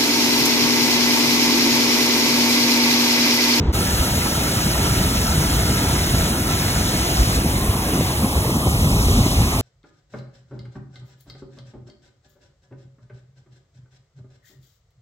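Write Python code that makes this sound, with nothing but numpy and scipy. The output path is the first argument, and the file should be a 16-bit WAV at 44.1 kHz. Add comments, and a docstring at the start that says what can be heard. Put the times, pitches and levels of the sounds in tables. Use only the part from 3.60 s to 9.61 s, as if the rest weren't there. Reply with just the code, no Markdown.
"""On the crest of a dam: water pours down the spillway, a wide rush of spray over a deep plunge-pool roar.
For an instant it is far off and dull, then close. Clumps of water and spatter make the rush flicker,
and the concrete chute and parapet give it a hollow colour. As the microphone turns downstream, the
stereo image shifts and the wind rises, rumbling, thumping and popping on its two ports."""
import sys
import numpy as np
from scipy import signal
from scipy.fft import rfft, irfft
from scipy.io import wavfile
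from scipy.ndimage import uniform_filter1d

SR = 44100
rng = np.random.default_rng(int(sys.argv[2]) if len(sys.argv) > 2 else 0)


def digitize_waveform(pressure):
    """Quantize a signal to 16-bit integers and store it at the path in sys.argv[1].

    Rows of a 2-D input are taken as channels; values are limited to [-1, 1].
    """
    field = np.atleast_2d(pressure).T
    bounded = np.clip(field, -1, 1)
    quanta = np.round(bounded * 32767).astype(np.int16)
    wavfile.write(sys.argv[1], SR, quanta)


N = 265085
TIMES = np.arange(N) / SR
FRAME, HOP = 1024, 256
BINS = np.fft.rfftfreq(FRAME, 1 / SR)
FRAME_TIMES = np.arange(N // HOP + 5) * HOP / SR


def gain_of(db):
    """Decibels to amplitude."""
    return 10 ** (np.asarray(db) / 20)


def unit_rms(x):
    """Scales to rms 1."""
    return x / np.sqrt(np.mean(abs(x) ** 2) + 1e-20)


def at_hz(rows, hz):
    """Reads each column of a table over log frequency."""
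    f, *columns = np.transpose(rows)
    return np.squeeze([np.interp(np.log(hz + 1), np.log(f + 1), c) for c in columns])


def at_time(rows, t):
    """Reads each column of a table over time."""
    s, *columns = np.transpose(rows)
    return np.squeeze([np.interp(t, s, c) for c in columns])


def add_centred(mix, s, sound):
    """Adds a sound centred on the given time."""
    start = round(s * SR) - len(sound) // 2
    sound = sound[max(-start, 0):]
    part = mix[max(start, 0):][:len(sound)]
    part += sound[:len(part)]


def noise(spectrum, size=N):
    """Noise of rms 1, coloured by a table of f/Hz, relative level/dB."""
    colour = gain_of(at_hz(spectrum, np.fft.rfftfreq(size, 1 / SR)))
    return unit_rms(irfft(rfft(rng.standard_normal(size)) * colour, size))


def puff(spectrum, width_s, size=8192):
    """A short bell-shaped swell of noise, of rms 1 at its top."""
    t = (np.arange(size) - size // 2) / SR
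    swell = np.exp(-.5 * (t / width_s) ** 2)
    return unit_rms(noise(spectrum, size) * swell) * np.sqrt(np.mean(swell ** 2))


def patches(seconds, width_hz):
    """A smooth random field over frames and bins, with lumps of the given length and width."""
    shape = len(FRAME_TIMES), len(BINS)
    field = np.fft.rfft2(rng.standard_normal(shape))
    over_time = np.fft.fftfreq(len(FRAME_TIMES), HOP / SR)[:, None] * seconds
    over_bins = np.fft.rfftfreq(len(BINS), SR / FRAME) * width_hz
    smoothing = np.exp(-2 * (over_time ** 2 + over_bins ** 2))
    return unit_rms(np.fft.irfft2(field * smoothing, shape))


def wander(seconds, width_hz):
    """A smooth random control curve: the lowest bin of a field of patches, read at every sample."""
    return np.interp(TIMES, FRAME_TIMES, unit_rms(patches(seconds, width_hz)[:, 0]))


def turned(t):
    """How far the microphone has turned: 0 faces the chute, 1 faces downstream."""
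    # the microphone's swing: t/s, turn/0-1
    heading = [(3.25, 0.02), (3.55, 0.42), (4.4, 0.54), (4.8, 0.9), (5.1, 1), (5.45, 1), (5.68, 0.78),
               (5.78, 0.93), (5.88, 0.78), (5.99, 0.95)]
    return np.clip(at_time(heading, t), 0, 1)


def coherence(ports, lag_s=.000238):
    """Complex likeness of the two ports in each bin; above the table the right port simply lags."""
    likeness, lead = at_hz(ports, BINS)
    lead = lead + 2 * np.pi * lag_s * np.maximum(BINS - ports[-1][0], 0)
    return np.clip(likeness, 0, 1) * np.exp(-1j * lead)


def at_ports(field_db, waver=.08, opposed_turn=.95):
    """Stereo noise under a dB field: mono bass, mids whose image wavers, treble with a fixed lag."""
    # stereo image facing the chute: f/Hz, likeness/0-1, left lead/rad
    chute_image = [(850, .25, .5), (1080, .72, -2.7), (1200, .3, -4.3), (1330, .7, -6.3), (1450, .45, -6.7),
                   (1560, .1, -6.3), (1680, .32, -5.7), (2050, .15, -5), (2250, .28, -3.9),
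                   (2480, .73, -3.6), (3250, .6, -5), (3700, .8, -4.7), (4180, 1, -4.03)]
    # halfway round: f/Hz, likeness/0-1, left lead/rad
    halfway_image = [(1200, .65, 3.1), (1500, .52, 2.8), (1750, .47, 2), (2100, .55, 2), (2450, .76, 2.6),
                     (2850, .74, 2), (3200, .6, 1.5), (3700, .83, 1.45), (4180, 1, 2.25)]
    # downstream, the mids hollow and in opposite phase: f/Hz, likeness/0-1, left lead/rad
    river_image = [(1400, 1, 3.15), (2300, .998, 3.15), (2750, .92, 3.15), (3150, .6, 3.1),
                   (3500, .42, 2.2), (3750, .72, 1.7), (4180, 1, 2.25)]
    # crossover below which the sound is mono, rising with the wind: t/s, f/Hz
    mono_below = [(.1, 1050), (.2, 830), (.6, 660), (3.3, 730), (3.85, 870), (4.05, 1190), (5, 1290)]
    wavering = 1 + waver * patches(seconds=.09, width_hz=600)
    turn = np.clip(turned(FRAME_TIMES)[:, None] * wavering, 0, 1)
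    chute = np.maximum(1 - 2 * turn, 0)
    river = np.interp(turn, [.5, opposed_turn], [0, 1])
    likeness = chute * coherence(chute_image) + river * coherence(river_image)
    likeness += (1 - chute - river) * coherence(halfway_image)
    mono = 1 / (1 + (BINS / at_time(mono_below, FRAME_TIMES)[:, None]) ** 26)
    likeness = mono + (1 - mono) * likeness
    draws = rng.standard_normal((4, len(FRAME_TIMES), len(BINS)))
    left, unrelated = draws[::2] + 1j * draws[1::2]
    right = likeness * left + np.sqrt(np.maximum(1 - abs(likeness) ** 2, 0)) * unrelated
    spectra = np.array([left, right]) * gain_of(field_db)
    _, stereo = signal.istft(spectra.swapaxes(1, 2), nperseg=FRAME, noverlap=FRAME - HOP)
    return unit_rms(stereo[:, :N])


def far_rush(level_db=-26.5):
    """The spillway from across the valley, its treble lost in the air."""
    # dull, distant wash: f/Hz, relative level/dB
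    colour = [(400, 0), (650, -13.5), (900, -8), (1400, -16.5), (2000, -19.5), (4000, -26), (7500, -38),
              (10000, -52), (15000, -57)]
    return gain_of(level_db) * at_ports(at_hz(colour, BINS))


def wind(gust_db=1.65, gust_s=.11, steady_s=.1):
    """Turbulence rumbles on the microphone, riding slow swells of wind and quick random gusts."""
    # slow swells of the wind: t/s, level/dB
    swells = [(0, -20.5), (.3, -31), (.9, -49), (1.2, -24), (2.65, -23), (2.78, -39), (3, -27), (3.45, -31),
              (3.6, -22.5), (4, -27), (4.5, -27), (4.72, -33), (4.95, -22.5), (5.2, -22), (5.5, -15),
              (5.62, -18), (5.71, -23), (5.83, -18), (5.92, -28), (6, -21.5)]
    # tone of the rumble: f/Hz, relative level/dB
    colour = [(15, -38), (30, -17), (46, -0.5), (70, 1.5), (120, -4), (200, -9), (350, -23.5), (700, -41),
              (1500, -89)]
    gusts = wander(seconds=gust_s, width_hz=127)
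    rumble = noise(colour)
    rumble /= np.sqrt(uniform_filter1d(rumble ** 2, int(steady_s * SR)))  # iron out its own swells
    return gain_of(at_time(swells, TIMES) + gust_db * gusts) * rumble


def buffets(thump_s=.017, flutter_s=.013, skirt_db=-17):
    """Each buffet of wind is a short thump, an octave wide, with a flutter as it grazes the port."""
    # the strongest hits of wind: t/s, thump level/dB, thump f/Hz, flutter level/dB
    hits = [(0.096, -25, 65, -36), (0.412, -17, 65, -31), (0.552, -21.5, 117, -35), (1.07, -22, 109, -28),
            (1.42, -20.5, 125, -36), (1.777, -26, 95, -42), (2.552, -16, 119, -34), (2.624, -19, 58, -38),
            (3.61, -18, 66, -30), (3.69, -26, 115, -36), (3.785, -20, 68, -27), (3.85, -25.5, 230, -29),
            (4.093, -21, 72, -29), (4.347, -23.5, 230, -29), (4.405, -19.5, 149, -28),
            (4.64, -23, 169, -38), (4.78, -16, 67.4, -26), (4.888, -20.5, 130, -25),
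            (5.071, -18.5, 125, -21.5), (5.275, -17, 108, -35), (5.365, -16, 130, -26),
            (5.59, -15.5, 145, -23.5), (5.65, -23, 80, -29), (5.81, -16, 85, -22.5)]
    # tone of the flutter: f/Hz, relative level/dB
    flutter = [(80, -20), (170, 1.5), (330, -1), (500, -10), (900, -15), (1300, -17), (1700, -54),
               (3000, -65)]
    out = np.zeros(N)
    for s, thump_db, hz, flutter_db in hits:
        thump = [(hz * 2. ** octave, skirt_db * octave ** 2) for octave in np.linspace(-2.5, 2.5, 11)]
        add_centred(out, s, gain_of(thump_db) * puff(thump, thump_s))
        add_centred(out, s, gain_of(flutter_db) * puff(flutter, flutter_s))
    return out


def eddies(half_length_cycles=.45, size=4096):
    """An eddy tears off the edge of the port: a single swing of pressure, the slower the bigger it is."""
    # big eddies thud, small ones pop: t/s, envelope peak/dB, f/Hz
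    strikes = [(0.089, -10.5, 56), (0.411, -14, 65), (1.778, -8.5, 130), (2.619, -12, 50),
               (3.617, -10.5, 60), (4.093, -11.5, 75), (4.155, -14, 200), (4.397, -12.5, 200),
               (4.411, -13, 480), (4.646, -7, 220), (4.755, -16, 850), (4.783, -12, 85), (4.857, -13, 430),
               (4.897, -14, 500), (5.072, -12.5, 600), (5.082, -10, 115), (5.465, -11, 100),
               (5.486, -12, 330), (5.59, -10, 220), (5.615, -9, 90), (5.647, -11, 100), (5.665, -6.5, 250),
               (5.789, -12, 180), (5.793, -16, 880), (5.805, -4.5, 90)]
    out = np.zeros(N)
    t = (np.arange(size) - size // 2) / SR
    for (s, db, hz), phase in zip(strikes, rng.random(len(strikes))):
        swell = np.exp(-.5 * (t * hz / half_length_cycles) ** 2)
        add_centred(out, s, gain_of(db) * swell * np.cos(2 * np.pi * (hz * t + phase)))
    return out


def plunge_pool(level_db=-24, churn_db=1.0):
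    """Masses of water and trapped air heave at the foot of the chute."""
    # deep roar of the pool: f/Hz, relative level/dB
    roar = [(20, -32), (35, -8), (55, 3.5), (90, 2.5), (135, 2.5), (185, -3), (240, -7), (330, -21.5),
            (600, -83)]
    churn = gain_of(churn_db * wander(seconds=.034, width_hz=160))
    return gain_of(level_db) * unit_rms(noise(roar) * churn)


def concrete_db(ring_hz=1335, width_hz=60, ring_db=2.7, drift_hz=18, echo_s=.00296):
    """The chute's hollow ring fades as the microphone turns away; the parapet's echo combs the rush."""
    # comb ripple from the parapet: f/Hz, depth/dB
    ripple = [(500, .7), (1700, .8), (3000, .2)]
    facing = (1 - turned(FRAME_TIMES)[:, None]) ** 4
    centre_hz = ring_hz + drift_hz * unit_rms(patches(seconds=.4, width_hz=150)[:, :1])
    ring = np.exp(-.5 * ((BINS - centre_hz) / width_hz) ** 2)
    comb_db = at_hz(ripple, BINS) * np.cos(2 * np.pi * BINS * echo_s)
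    return ring_db * facing * ring + comb_db


def close_rush(level_db=-22, low_cut_hz=190, full_hiss_db=-31, spatter_db=.79):
    """Spray and foam: clumps of water colour narrow bands, spatter flickers over wide ones."""
    # wide wash of spray: f/Hz, relative level/dB
    colour = [(250, 0), (380, -5.4), (520, -9.5), (800, -8.7), (1200, -10.9), (1550, -13), (1850, -13.5),
              (2700, -11.8), (3350, -14.2), (4150, -11.8), (4750, -13.6), (5450, -12.4), (6500, -14.5),
              (7850, -16.4), (8150, -14.4), (12000, -18.4), (15700, -23.2)]
    # the spray fades steadily as the microphone leaves the chute: f/Hz, slope/(dB/s)
    spray_fade = [(450, 0), (800, -0.06), (1400, -0.1), (2000, -0.12), (3500, 0), (6000, -0.07),
                  (9000, -0.42), (15000, -.5)]
    # the hiss dips now and then: t/s, level/dB (counted against full_hiss_db)
    hiss = [(0.15, -33.5), (0.31, -32.5), (2.69, -33), (2.73, -37.5), (2.87, -37.3), (2.9, -32.9),
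            (3.48, -32.2), (3.77, -32.7), (3.795, -37.2), (4.1, -38.9), (4.29, -38), (4.5, -34.8),
            (4.57, -38.2), (5.05, -38.3), (5.57, -33.1), (5.99, -36.3)]
    # the band that dips: f/Hz, share/0-1
    dip_band = [(400, .08), (1000, .2), (1500, .33), (2200, .46), (3200, .6), (4500, 1), (7850, .65),
                (8150, .04)]
    # grain of the rush, smoothest in the finest spray: f/Hz, share/0-1
    lumpiness = [(500, .7), (1300, 1), (4000, .6), (9000, .45)]
    field_db = at_hz(colour, BINS) - 10 * np.log10(1 + (low_cut_hz / (BINS + 1)) ** 10)
    field_db = field_db + FRAME_TIMES[:, None] * at_hz(spray_fade, BINS)
    dip_db = at_time(hiss, FRAME_TIMES)[:, None] - full_hiss_db
    field_db += dip_db * at_hz(dip_band, BINS)
    field_db += concrete_db()
    clumps_db = 1.5 * patches(seconds=.07, width_hz=120) + patches(seconds=.025, width_hz=500)
    field_db += clumps_db * at_hz(lumpiness, BINS)
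    field_db += spatter_db * patches(seconds=.02, width_hz=1500)
    return gain_of(level_db) * at_ports(field_db)


def scene(close_at_s=.123, stop_s=.002, fade_s=.024):
    """The far water stops short and the close water fades in; wind blows on both."""
    far = np.clip((close_at_s - TIMES) / stop_s, 0, 1)
    close = np.clip((TIMES - close_at_s) / fade_s, 0, 1)
    air = wind() + buffets() + eddies()
    return far * (far_rush() + air) + close * (close_rush() + plunge_pool() + air)


def record(dry, cutoff_hz=15900):
    """A steep low-pass takes off the very top of the hiss."""
    low_pass = signal.firwin(511, cutoff_hz, window=("kaiser", 9), fs=SR)
    return signal.oaconvolve(dry, low_pass[None], "same")


dry = scene()
out = record(dry)
digitize_waveform(out)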